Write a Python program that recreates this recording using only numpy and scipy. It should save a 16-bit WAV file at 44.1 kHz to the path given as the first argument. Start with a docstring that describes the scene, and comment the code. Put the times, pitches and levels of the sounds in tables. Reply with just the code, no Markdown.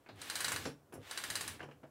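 """A hand cranks a cloth roller blind in two strokes, in a wooden case in a small quiet room.
First the crank knocks the case lightly and the loose shaft taps. Then the rollers rumble, the cloth
swishes over them, and a pawl (a small catch) clicks over eight teeth of a ratchet wheel. The crank
stops with a knock and a faint metal clink. After a short pause it knocks again, and a second stroke
brings another swish and seven clicks. A last few knocks die away into the room's soft hum of air."""
import sys
import numpy as np
from scipy import signal
from scipy.fft import rfft, irfft
from scipy.io import wavfile

SR = 44100
rng = np.random.default_rng(int(sys.argv[2]) if len(sys.argv) > 2 else 0)


def generate_wav(sig):
    """Save sig (samples, or channels by samples) to the path in sys.argv[1] as 16-bit PCM at SR."""
    pcm = np.round(np.clip(np.atleast_2d(sig).T, -1, 1) * 32767).astype(np.int16)
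    wavfile.write(sys.argv[1], SR, pcm)


N = 83790  # length in samples: 1.9 s

# Levels are relative. "Fade" is the time a sound takes to drop by 60 dB.
# Clicks of the pawl: t/s, level/dB, brightness/(dB per octave), extra bite/dB
CLICKS = [(0.2163, -45, 0.5, 1.5), (0.2992, -37.5, 0, 3), (0.3553, -36, 0.5, 1.5), (.405, -35.5, .5, -3.5),
          (0.445, -32.5, -0.5, 5), (0.4818, -35.5, -0.5, 0), (.519, -34.5, -1, -9), (0.5612, -37, -2, 1),
          (1.1108, -41, -2, -1.5), (1.1751, -37, -1, 1), (1.2382, -38.5, -0.5, 1), (1.3015, -37, 1, -1.5),
          (1.3545, -34, 1, 1), (1.4092, -38.5, -0.5, -1.5), (1.478, -39.5, 1.5, -5.5)]
# Ringing tones of the pawl and wheel: f/Hz, level/dB, fade/s
PAWL_TONES = [(1490, -5, .09), (1694, -4, .11), (1790, -7, .12), (1894, -8, .13), (2272, -10, .14),
              (2870, -7, .11), (3052, -11, .13), (3930, -4, .05), (4060, -2, .06), (4568, -4, .08),
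              (4710, -4, .08), (4890, -5, .06), (6011, -3, .07), (7563, -8, .07), (7962, -9, .07),
              (8450, -6, .05), (8680, -3, .055), (9930, -7, .06)]
# Noisy clack of the whole mechanism: f/Hz, level/dB
CLACK_SPECTRUM = [(150, -27), (700, -5.5), (1500, 5.5), (3300, -1), (4200, 5.5), (5200, 0.5), (7200, 1),
                  (8600, 5), (9400, -2.5), (11200, -1), (11800, -10.5), (16000, -14)]
# How long the clack lasts: f/Hz, fade/s
CLACK_FADES = [(500, 0.031), (1800, 0.084), (5000, 0.023), (15000, 0.091)]
# Speed of the cloth, given as the loudness of its swish: t/s, level/dB
CLOTH_SPEED = [(0, -77), (.13, -73), (.2, -54), (.245, -48.5), (.33, -46.5), (.42, -43), (.52, -42),
               (.59, -46), (.645, -50), (.7, -54), (.77, -78), (.98, -81.5), (1.03, -59), (1.1, -49.5),
               (1.2, -47.5), (1.33, -46.5), (1.43, -46.5), (1.52, -50), (1.565, -56), (1.61, -74),
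               (1.7, -79)]
# Hiss of the rubbing cloth: f/Hz, level/dB
SWISH_SPECTRUM = [(100, -12), (300, -2.5), (800, -2.5), (1800, -0.5), (3500, 1), (5600, -4.5), (8300, -5),
                  (11000, -7.5), (15500, -8.5)]
# Knocks of the crank and roller on the case: t/s, level/dB, brightness/(dB per octave)
KNOCKS = [(0.0612, -56.5, 2), (0.0889, -48.5, 2.5), (0.6527, -38.5, 2.5), (.657, -39, -3.5),
          (0.671, -48, -8), (0.9231, -51, 2), (.9295, -48, 0), (.937, -50, -1.5), (.955, -50.5, -0.5),
          (0.9778, -65, 0), (1.593, -50.5, 3), (1.605, -45, 2.5), (1.63, -44.5, 1), (1.643, -53, -7),
          (1.686, -51.5, 0), (1.711, -57, 5.5), (1.831, -52.5, -1), (1.8365, -51, -1.5)]
# Thud of the wooden case: f/Hz, level/dB
CASE_SPECTRUM = [(40, -24), (100, -24), (190, -9), (300, 4), (500, 1.5), (800, -1.5), (1200, -8),
                 (1550, -7.5), (2000, -13.5), (2800, -14.5), (3600, -26), (4800, -28), (6500, -34),
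                 (16000, -54)]
# How long the thud lasts: f/Hz, fade/s
CASE_FADES = [(100, 0.43), (300, 0.085), (1000, 0.11), (5000, 0.11)]
# Ringing tones of the wooden panels: f/Hz, level/dB, fade/s
PANEL_TONES = [(146, 12, 0.34), (264, -1, 0.4), (302.3, 7.5, 0.22), (380, -50, 0.34), (400, -26, 0.15),
               (509.2, -0.5, 0.29), (576, -14, 0.48), (672, -8.5, 0.43)]
# Taps of the loose shaft: t/s, level/dB, f/Hz, spread to each side as a share of f, fade/s
TAPS = [(0.0626, -61.5, 2370, 0.094, 0.077), (0.0883, -59.5, 4215, .2, 0.17),
        (0.6537, -48, 1520, 0.051, 0.015), (.655, -43, 471, 0.19, 0.056), (.6705, -43, 285.6, 0.18, 0.073),
        (0.9782, -52.5, 467, 0.13, 0.018), (1.6047, -47.5, 1560, .09, 0.019),
        (1.629, -57, 2730, 0.18, 0.044), (1.686, -53, 496, .15, 0.058), (1.8365, -53.5, 554, 0.19, 0.036)]
# Clinks of the metal crank: t/s, level/dB, brightness/(dB per octave)
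CLINKS = [(.157, -72.5, 18), (.64, -54, -4), (0.654, -45, -9), (0.669, -52, -2), (0.926, -63, 15),
          (0.9388, -55.5, 11), (1.628, -64, -4)]
# Ringing tones of the crank: f/Hz, level/dB, fade/s
CRANK_TONES = [(4334, -8, .1), (5319, -7, .18), (5650, -3, .2), (6350, -8, .13), (7456, -4, .14),
               (9071, -8, .13), (9927, -1, .12), (11000, -7, .09), (13300, -12, .09)]
# Noisy part of a clink: f/Hz, level/dB
CLINK_SPECTRUM = [(2000, -17), (5000, -2), (11000, -12.5), (16000, -22)]
# Loudness of the turning rollers: t/s, level/dB
ROLLER_LEVELS = [(0, -72), (.08, -84), (.11, -56.5), (.3, -65.5), (.44, -60.5), (.55, -51), (.68, -54.5),
                 (.78, -74), (.9, -71), (1.0, -54), (1.12, -76.5), (1.3, -56.5), (1.39, -61.5), (1.45, -56),
                 (1.55, -57.5), (1.66, -61), (1.78, -66.5), (1.9, -76)]
# Rumble of the rollers: f/Hz, level/dB
RUMBLE_SPECTRUM = [(30, -40), (48, -14), (75, -4), (98, 2), (130, -5), (160, -4), (200, -9), (290, -5),
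                   (500, -15), (1200, -35), (4000, -65)]
# Steady air noise in the room: f/Hz, level/dB
AIR_SPECTRUM = [(25, -33), (50, -4.5), (100, -7), (180, -18), (300, -0.5), (700, -6.5), (1500, -15),
                (3000, -34.5), (6000, -26), (16000, -28.5)]
# How long the room echoes: f/Hz, fade/s
ROOM_FADES = [(100, 0.18), (500, 0.27), (2000, 0.21), (6000, 0.22), (15000, 0.28)]


def ratchet():
    """The pawl drops off each tooth and rings the mechanism, with more bite when it lands squarely."""
    out = np.zeros(N)
    shared_clack = noisy_ring(CLACK_SPECTRUM, CLACK_FADES, hold_s=.0015)
    bite_hz, bite_width_hz = 4180, 2300
    bite_filter = signal.iirpeak(bite_hz, bite_hz / bite_width_hz, SR)
    for start, db, brightness, bite_db in CLICKS:
        tooth_clack = noisy_ring(CLACK_SPECTRUM, CLACK_FADES, hold_s=.0015)  # each tooth differs
        click = scale_hit(shared_clack + .8 * tooth_clack)
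        click += gain(-4.5) * ring(PAWL_TONES, scatter_db=1)
        click += (gain(bite_db) - 1) * signal.lfilter(*bite_filter, click)
        add(out, start, gain(db) * brighten(click, brightness, low_hz=870, high_hz=7800))
    return in_room(out, echo_db=-5)


def cloth():
    """The weave rubs over the rollers in tiny catches, louder and brighter the faster it moves."""
    grains_per_s, grain_share = 3000, .25
    grains = scale_steady(rng.standard_normal(N) * (rng.random(N) < grains_per_s / SR))
    rub = np.sqrt(grain_share) * grains + np.sqrt(1 - grain_share) * rng.standard_normal(N)
    rub = scale_steady(colour(rub, SWISH_SPECTRUM))
    hz, t, slices = signal.stft(rub, SR, nperseg=256, noverlap=192)  # the spectrum moment by moment
    speed_db = curve(CLOTH_SPEED, t)
    full_speed_db, dulling = -38.5, .23  # dulling: dB per octave lost for each dB below full speed
    brightness = dulling * np.clip(speed_db - full_speed_db, -20, 0)
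    octaves = np.log2(np.maximum(hz, 1500) / 3000)[:, None]
    slices *= gain(speed_db + brightness * octaves)
    swish = signal.istft(slices, SR, nperseg=256, noverlap=192)[1][:N]
    return in_room(gain(-1.5) * swish, echo_db=-13)


def wooden_case():
    """Dull knocks of the crank and roller set the wooden panels ringing."""
    out, t = np.zeros(N), np.arange(SR // 2) / SR
    contact_s = .00097
    soft_start = 1 - np.exp(-(t / contact_s) ** 2)
    for start, db, brightness in KNOCKS:
        knock = noisy_ring(CASE_SPECTRUM, CASE_FADES) + gain(-7) * ring(PANEL_TONES, scatter_db=1)
        knock = brighten(knock, brightness, low_hz=230, high_hz=2800)
        add(out, start, gain(db) * soft_start * knock)
    return in_room(out, echo_db=-8)


def shaft():
    """The loose shaft shifts in its bearings with short, pitched taps."""
    out = np.zeros(N)
    for start, db, hz, spread, fade_s in TAPS:
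        tones = split_tones([(hz, 0, fade_s)], spread, count=13)
        add(out, start, gain(db) * ring(tones, scatter_db=2))
    return in_room(out, echo_db=-5)


def crank():
    """Loose metal parts clink as the crank starts and stops."""
    out = np.zeros(N)
    for start, db, brightness in CLINKS:
        clink = noisy_ring(CLINK_SPECTRUM, fades=[(8000, .12)])
        clink += ring(split_tones(CRANK_TONES, spread=.018, count=7), scatter_db=1.5)
        add(out, start, gain(db) * brighten(clink, brightness, low_hz=4300, high_hz=12500))
    return in_room(out, echo_db=-11.5)


def rollers():
    """The turning rollers rumble through the case."""
    rumble = scale_steady(colour(rng.standard_normal(N), RUMBLE_SPECTRUM))
    return gain(curve(ROLLER_LEVELS, np.arange(N) / SR)) * rumble


def in_room(x, echo_db):
    """The walls of the small room send a sound back as a short, blurred echo."""
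    echo = np.zeros(SR // 2)
    add(echo, start_s=.005, sound=noisy_ring([(20, 0), (SR / 2, 0)], ROOM_FADES))
    return x + gain(echo_db) * signal.fftconvolve(x, echo / np.linalg.norm(echo))[:N]


def room_air():
    """The air of the room makes a faint, steady noise."""
    return gain(-70) * scale_steady(colour(rng.standard_normal(N), AIR_SPECTRUM))


def ring(tones, scatter_db):
    """A struck part rings with its own tones, their levels a little different at each hit."""
    out, t = np.zeros(SR // 2), np.arange(SR // 2) / SR
    for hz, db, fade_s in tones:
        strength = gain(db + scatter_db * rng.standard_normal())
        swell = 1 - np.exp(-(2 * hz * t) ** 2)  # rises within one cycle
        wave = np.sin(2 * np.pi * (hz * t + rng.random()))
        out += strength * swell * gain(-60 * t / fade_s) * wave
    return scale_hit(out)


def noisy_ring(spectrum, fades, hold_s=0):
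    """Countless tones blur into noise; each band holds for hold_s, then fades at its own speed."""
    out, t = np.zeros(SR // 2), np.arange(SR // 2) / SR
    hz = np.fft.rfftfreq(len(t), 1 / SR)
    noise_spectrum = rfft(colour(rng.choice([-1., 1.], len(t)), spectrum))
    centres_hz, fade_times = np.transpose(fades)
    for one_band, fade_s in zip(np.eye(len(fades)), fade_times):
        band = irfft(noise_spectrum * at_pitch(np.c_[centres_hz, one_band], hz), len(t))
        out += band * gain(-60 * np.maximum(t - hold_s, 0) / fade_s)
    return scale_hit(out)


def split_tones(tones, spread, count):
    """Splits each tone into several close ones that waver against each other."""
    return [(hz * (1 + spread * offset), db, fade_s)
            for hz, db, fade_s in tones
            for offset in np.linspace(-1, 1, count) + rng.uniform(-1.13, 1, count) / count]


def brighten(x, db_per_octave, low_hz, high_hz):
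    """Tilts a hit's spectrum between two frequencies: plus is brighter, minus is duller."""
    padded = 2 * len(x)
    hz = np.clip(np.fft.rfftfreq(padded, 1 / SR), low_hz, high_hz)
    tilt = gain(db_per_octave * np.log2(hz / low_hz))
    return scale_hit(irfft(rfft(x, padded) * tilt)[:len(x)])


def colour(x, spectrum):
    """Makes each frequency of a sound as strong as a table says."""
    hz = np.fft.rfftfreq(len(x), 1 / SR)
    return irfft(rfft(x) * gain(at_pitch(spectrum, hz)), len(x))


def at_pitch(table, hz):
    """Reads between the rows of a frequency table, with octaves evenly spaced."""
    table_hz, values = np.transpose(table)
    return np.interp(np.log(hz + 1), np.log(table_hz + 1), values)


def curve(table, t):
    """Reads between the rows of a time table."""
    return np.interp(t, *np.transpose(table))


def gain(db):
    """Turns decibels into a number to multiply by."""
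    return 10 ** (np.asarray(db) / 20)


def scale_steady(x):
    """Scales a sound to an average power of 1."""
    return x / np.sqrt(np.mean(x ** 2) + 1e-20)


def scale_hit(x):
    """Scales a hit to the energy of 10 ms at power 1."""
    return x / np.sqrt(np.sum(x ** 2) / (.01 * SR) + 1e-20)


def add(mix, start_s, sound):
    """Mixes a sound in at its start time."""
    part = mix[round(start_s * SR):][:len(sound)]
    part += sound[:len(part)]


def scene():
    """All parts of the blind over the quiet air of the room, in one channel."""
    air = room_air()
    return (ratchet() + wooden_case() + shaft() + crank() + cloth() + rollers() + air)[None]


def record(dry):
    """Trims away the deepest rumble and the highest hiss."""
    low_hz, high_hz = 52, 15800
    low_cut = signal.butter(4, low_hz, "high", fs=SR, output="sos")
    high_cut = signal.firwin(511, high_hz, window=("kaiser", 9), fs=SR)
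    return signal.oaconvolve(signal.sosfilt(low_cut, dry), high_cut[None], "same")


dry = scene()
out = record(dry)
generate_wav(out)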